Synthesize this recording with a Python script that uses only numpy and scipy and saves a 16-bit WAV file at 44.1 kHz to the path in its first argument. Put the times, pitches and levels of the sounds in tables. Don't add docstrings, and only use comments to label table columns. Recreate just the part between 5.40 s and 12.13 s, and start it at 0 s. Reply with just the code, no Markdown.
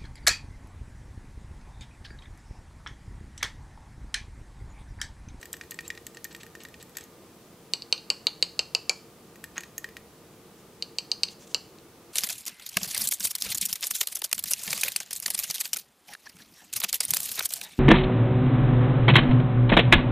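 import sys
import numpy as np
from scipy import signal
from scipy.fft import rfft, irfft
from scipy.io import wavfile

SR = 44100
rng = np.random.default_rng(int(sys.argv[2]) if len(sys.argv) > 2 else 0)


def output_pcm(signal):
    pcm = np.clip(np.atleast_2d(signal).T, -1, 1) * 32767
    wavfile.write(sys.argv[1], SR, np.round(pcm).astype(np.int16))


def volts_from_db(level):
    exponent = np.asarray(level, float) / 20
    return 10 ** exponent


N = 296793

# (frequency [Hz], level [dB], T60 [s])
CAVITY_MODES = [(1866, -10.5, 0.038), (1818, -14.5, 0.021), (1680, -8.5, 0.0078), (2410, -15.5, 0.016),
                (2800, -13.5, 0.0088)]
# (frequency [Hz], level [dB], T60 [s])
RIM_MODES = [(6580, -1.5, 0.012)]
# (frequency [Hz], level [dB], T60 [s])
SHOULDER_MODES = [(7600, -8.5, 0.013), (7910, -4, 0.0091)]


def jar():
    return knocks() + clicks() + glass_scrapes() + squeaks()


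def knocks():
    # (time [s], cavity level [dB], glass edge re cavity [dB])
    knock_events = [(.0289, -25, -21), (0.0554, -32, -11), (0.1398, -26, -30), (0.1673, -37.5, -9),
                    (0.2117, -23, -31), (0.236, -37.5, -18), (.3184, -25, -31), (0.3894, -20.5, -30),
                    (0.5024, -16, -32), (0.5508, -33.5, -20), (0.5755, -27, -33), (.7706, -27.5, -24),
                    (0.8504, -25, -24), (.9268, -41, -12), (0.9483, -26, -20), (.963, -37.5, -10.5),
                    (1.0326, -31, -16), (1.065, -37, -13), (1.1519, -29, -18), (1.2506, -25, -26),
                    (1.2853, -38, -15), (1.3417, -31, -27), (1.5841, -25.5, -17), (3.9576, -38.5, -11.5),
                    (4.2347, -24.5, -23), (4.4432, -21.5, -21.5), (4.4885, -35.5, -16), (4.568, -25, -19.5)]
    wall_re_cavity_db, rim_re_edge_db, rod_re_edge_db = -13, -28, -4
    out = np.zeros(N)
    for s, cavity_db, edge_re_cavity_db in knock_events:
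        edge_db = cavity_db + edge_re_cavity_db
        wall_db = cavity_db + wall_re_cavity_db
        add(out, s, tick(cavity_db, wall_db, edge_db + rim_re_edge_db, edge_db, edge_db + rod_re_edge_db))
    return out


def clicks():
    # (time [s], shoulder level [dB], then re shoulder: rod [dB], rim [dB], cavity [dB])
    click_events = [(.0138, -46.5, -12, -8, 4), (0.1298, -29.5, -2.5, -35, -7), (0.3087, -29, -5, -17, -8),
                    (0.343, -47.5, -5, -13, 11), (.407, -44, -5, -1, 11), (.479, -40.5, -1, -28, -1),
                    (0.667, -37, -5, 4, 8), (.7471, -49, -10, -9, 12), (.8433, -31.5, -4.5, -6, -4),
                    (1.2353, -41.5, -3, -9, -1), (1.4266, -46.5, -1, -7, 7), (1.494, -56, -1, -16, 14),
                    (1.5695, -30.5, -2.5, -6, 5.5), (1.609, -42, -11, -9, 5), (1.6387, -58, 8, 17.5, 3),
                    (4.0405, -43.5, 6.5, -15, 21), (4.1799, -41, -6, 20.5, 23),
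                    (4.2068, -40.5, -4, -2, 10.5), (4.3801, -42, 7.5, 18.5, 16.5)]
    wall_db_offset = -4.5
    out = np.zeros(N)
    for s, db, rod_db, rim_db, cavity_db in click_events:
        wall_db = db + cavity_db / 2 + wall_db_offset
        add(out, s, tick(db + cavity_db, wall_db, db + rim_db, db, db + rod_db))
    return out


def tick(cavity_db, wall_db, rim_db, shoulder_db, rod_db):
    # (frequency [Hz], level [dB], T60 [s])
    rod_modes = [(11700, -16, .012), (13400, 1, .03)]
    cavity = ring(CAVITY_MODES, scatter_db=2.0, detune=0.007)
    wall = crack(4040, 4250, 0.026)
    rim = ring(RIM_MODES, detune=0.0059) + volts_from_db(-28) * crack(6160, 1200, 0.0063)
    shoulder = ring(SHOULDER_MODES, scatter_db=8.5, detune=0.014) + volts_from_db(0.5) * crack(6850, 2700, 0.015)
    rod = ring(rod_modes, scatter_db=3, detune=0.006) + volts_from_db(6.0) * crack(11900, 3600, 0.021)
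    out = volts_from_db(cavity_db) * cavity + volts_from_db(wall_db + 3.5) * wall + volts_from_db(rim_db + 4.5) * rim
    return out + volts_from_db(shoulder_db + 3) * shoulder + volts_from_db(rod_db) * rod


def glass_scrapes():
    # (start [s], length [s], level [dB])
    wall_strokes = [
        (.442, 0.039, -52.5),
        (.905, 0.022, -48),
        (.996, 0.029, -48),
        (1.196, 0.038, -50),
        (1.396, .03, -50.5),
        (1.549, 0.012, -49),
        (1.575, 0.091, -57.5),
        (3.83, .08, -74),
        (4.19, 0.1, -61),
    ]
    # (start [s], length [s], level [dB])
    base_strokes = [
        (4.153, 0.049, -44.5),
    ]
    slips = drag(wall_strokes, rate_per_s=4000, scatter_db=2.5)
    body = volts_from_db(-9.0) * ring(CAVITY_MODES) + volts_from_db(-14) * ring(RIM_MODES) + volts_from_db(-11) * ring(SHOULDER_MODES)
    rung = signal.fftconvolve(slips, body / np.linalg.norm(body))[:N]
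    wall = band(band(slips, 3300, 3200), 3300, 3200)
    base = band(band(drag(base_strokes, rate_per_s=3700, scatter_db=3.5), 1540, 2800), 1540, 2800)
    return volts_from_db(-4) * rung + volts_from_db(8) * wall + volts_from_db(15) * base


def squeaks():
    # (start [s], length [s], first pitch [Hz], last pitch [Hz], level [dB])
    squeak_events = [
        (0.436, 0.034, 1230, 1360, -53.5),
    ]
    overtones = zip((2, 3, 5, 6), (-2, -2, -11, -5.0))
    overtones = list(overtones)
    out = np.zeros(N)
    for s, long_s, first_hz, last_hz, db in squeak_events:
        share = np.linspace(0, 1, int(long_s * SR))
        phase = 2 * np.pi * np.cumsum(first_hz + (last_hz - first_hz) * share) / SR
        tones = sum(volts_from_db(tone_db) * np.sin(k * phase) for k, tone_db in overtones)
        add(out, s, volts_from_db(db) * np.sqrt(np.sin(np.pi * share).clip(0)) * tones)
    return out


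def dish():
    # (time [s], level [dB], low ring re level [dB], spot [0 centre, 1 edge], clack [Hz])
    tap_events = [(2.336, -8.5, -15, 0.34, 4410), (2.4217, -24, -17.5, 0.15, 4450),
                  (2.5263, -5.5, -10.5, 0.18, 4410), (2.5789, -26.5, -14, -0.46, 4200),
                  (2.7021, -7.5, -9.5, 0.57, 4540), (2.8692, -4.5, -14.5, -0.22, 4230),
                  (3.0259, -4, -13, .2, 4360), (3.1923, -8, -7.5, 0.53, 4480), (3.3496, -8, -8, 0.74, 4520),
                  (3.4952, -9, -4, 1, 4550), (5.4245, -14.5, -15.5, 0.16, 4430),
                  (5.5854, -10.5, -13.5, 0.42, 4550), (5.7166, -8.5, -16.5, 0.079, 4500),
                  (5.8338, -5.5, -16, 0.088, 4530), (5.8832, -32, -32, -0.046, 4300),
                  (5.886, -27, -11.5, -0.33, 4300), (6.1458, -8, -9.5, 0.71, 4550),
                  (6.386, -43, -11, 0.77, 4100)]
    # (start [s], length [s], level [dB])
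    dish_strokes = [
        (5.15, 0.091, -61),
        (5.9, 0.04, -47),
        (5.99, 0.068, -48.5),
        (6.068, 0.015, -48.5),
        (6.085, 0.057, -50),
    ]
    lag_s = -0.0003
    out = np.zeros(N)
    for s, main_db, low_re_main_db, spot, clack_hz in tap_events:
        add(out, s + lag_s, dish_tap(main_db, main_db + low_re_main_db, spot, clack_hz))
    slips = drag(dish_strokes, rate_per_s=7000, scatter_db=2.5)
    return out + 1.1 * band(slips, 3700, 2000) + 1.2 * band(band(slips, 6600, 3500), 5700, 3500)


def dish_tap(main_db, low_db, spot, clack_hz):
    # (frequency [Hz], level [dB], T60 [s])
    dish_modes = [(3990, -38, 0.09), (4220, -27, 0.033), (4420, -20.5, 0.054), (4674, -13, 0.039),
                  (4645, -13.5, 0.032), (5010, -26, 0.025), (5800, -39, 0.031)]
    # (frequency [Hz], level [dB], T60 [s])
    table_modes = [(480, 8.5, 0.016), (877, -11, 0.025)]
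    tilt_db_per_khz = 11
    high_db = main_db - 29.5 + 17 * spot
    high_hz, low_hz = 8336 - 1310 * spot, 2830 - 480 * spot ** 4

    t = np.arange(4096) / SR
    press = (1 - np.exp(-t / 0.0001)) * (0.7 + 300 * t)
    contact = press / (1 + np.exp(np.minimum((t - 0.001) / 0.0001, 50)))
    clack = contact * np.sin(2 * np.pi * clack_hz * t)
    struck = [(hz, db + 1.5 - tilt_db_per_khz * abs(hz - clack_hz) / 1000, t60_s)
              for hz, db, t60_s in dish_modes]
    main = volts_from_db(1.0) * clack + ring(struck, scatter_db=0.5, detune=0.0056, rise_s=0.00067)
    main += volts_from_db(-19) * crack(clack_hz, 640, 0.034)
    middle = crack(6030, 1600, 0.0039)
    treble = crack(11740, 1500, 0.014) + volts_from_db(-10) * crack(15100, 900, 0.009)
    low = ring([(low_hz, 0, 0.02), (1.089 * low_hz, -5, 0.02)], rise_s=0.00095)
    low += volts_from_db(-8.5) * crack(2463, 578, 0.011)
    table = ring(table_modes, detune=0.0087, rise_s=0.0017) + volts_from_db(-8.5) * crack(865, 1020, 0.14)
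    high = ring([(high_hz, 0, 0.014), (11200, -15, 0.015)]) + volts_from_db(-8.5) * crack(high_hz, 1100, 0.038)

    tap = volts_from_db(main_db) * main + volts_from_db((main_db + high_db) / 2 + 3.0) * middle + volts_from_db(main_db - 29.5) * treble
    return tap + volts_from_db(low_db + 4) * low + volts_from_db(low_db - 11.0) * table + volts_from_db(high_db + 6.0) * high


def ring(modes, scatter_db=0, detune=0, rise_s=0.0001):
    hz, db, t60_s = np.transpose(modes)[:, :, None]
    chance = rng.standard_normal((3, len(modes), 1))
    t = np.arange(4096) / SR
    fade = volts_from_db(db + scatter_db * chance[0] - 60 * t / t60_s)
    waves = np.sin(2 * np.pi * (hz * (1 + detune * chance[1]) * t + chance[2]))
    return (fade * waves).sum(axis=0) * (1 - np.exp(-t / rise_s)) ** 2


def crack(hz, width_hz, t60_s):
    t = np.arange(4096) / SR
    spit = rng.standard_normal(len(t)) * volts_from_db(-60 * t / t60_s)
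    spit = band(band(spit, hz, width_hz), hz, width_hz)
    return spit / np.abs(spit).max()


def drag(strokes, rate_per_s, scatter_db):
    happens = rng.random(N) < rate_per_s / SR
    slips = happens * volts_from_db(scatter_db * rng.exponential(size=N)) * rng.choice([-1, 1], N)
    return level(slips, 0) * swells(strokes)


def swells(strokes):
    t = np.arange(N) / SR
    return sum(volts_from_db(db) * np.sin(np.pi * np.clip((t - s) / long_s, 0, 1)) for s, long_s, db in strokes)


def band(x, hz, width_hz):
    return signal.lfilter(*signal.iirpeak(hz, hz / width_hz, SR), x)


def level(x, db):
    return x * volts_from_db(db) / np.sqrt(np.mean(x ** 2))


def add(track, s, sound):
    i = int(s * SR)
    track[i:i + len(sound)] += sound[:N - i]


def room(x):
    # (delay [s], level [dB])
    near_echoes = [(.0024, -47), (.0044, -46), (.0055, -20)]
    # (delay [s], level [dB])
    wall_echoes = [(.0133, -29), (.0146, -27), (.0162, -28), (.0181, -30)]
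    t60_s, treble_t60_s, treble_hz = 0.35, 0.3, 7800
    tail_db, side_db = -15.5, -76
    t = np.arange(SR // 2) / SR
    noise = rng.standard_normal((2, len(t)))
    dull = signal.sosfilt(signal.butter(2, treble_hz, fs=SR, output="sos"), noise)
    tail = dull * volts_from_db(-60 * t / t60_s) + (noise - dull) * volts_from_db(-60 * t / treble_t60_s)
    mid, side = tail * (1 - np.exp(-t / 0.0019)) * volts_from_db(tail_db) / np.linalg.norm(tail[0])
    mid[0] = 1
    for s, db in near_echoes + wall_echoes:
        add(mid, s, volts_from_db([db]))
    return np.array([signal.fftconvolve(x, mid + sign * volts_from_db(side_db) * side)[:N] for sign in (1, -1)])


def background():
    # (frequency [Hz], density [dB per Hz])
    hiss_spectrum = [(15, -15), (25, 2), (204, -3.5), (275, -5), (1100, -6), (1500, -8.5), (4170, -7.5),
                     (15600, -6.5)]
    hiss = level(coloured(hiss_spectrum), -61)
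    return fan_hum() + table_shake() + hiss * np.array([[1], [-1]])


def fan_hum():
    # (frequency [Hz], density [dB per Hz])
    hum_spectrum = [(20, -21.5), (174, 1.5), (240, -3), (490, -6.5), (600, -9), (1200, -13.5), (1600, -18),
                    (15600, -26)]
    # (frequency [Hz], width [Hz], level [dB])
    hum_peaks = [(189, 41, -70), (343.3, 32, -60.5), (459, 22, -61), (1210, 14, -72)]
    hum = level(coloured(hum_spectrum), -53.5)
    for hz, width_hz, db in hum_peaks:
        hum += level(band(rng.standard_normal(N), hz, width_hz), db)
    return hum


def table_shake():
    # (start [s], length [s], level [dB])
    shake_events = [
        (0, .33, -64),
        (.35, 0.33, -60),
        (0.787, .95, -66),
        (3.04, 0.35, -67),
        (3.894, 0.53, -65),
        (4.413, 0.32, -60),
        (5.103, 0.41, -75),
    ]
    still_db = -80.5
    shake = level(band(band(rng.standard_normal(N), 70, 36.6), 70, 36.6), 0)
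    return shake * (volts_from_db(still_db) + swells(shake_events))


def coloured(points):
    hz, db = np.transpose(points)
    axis_hz = np.maximum(np.arange(N // 2 + 1) * SR / N, 1)
    gain = volts_from_db(np.interp(np.log(axis_hz), np.log(hz), db))
    return irfft(rfft(rng.standard_normal(N)) * gain, N)


def scene():
    return room(jar() + dish()) + background()


def band_limit(x):
    return signal.sosfilt(signal.butter(12, 16960, fs=SR, output="sos"), x)


def record(dry):
    mix = signal.sosfilt(signal.cheby2(14, 36, 16000, fs=SR, output="sos"), dry)
    return band_limit(mix)


dry = scene()
out = record(dry)
output_pcm(out)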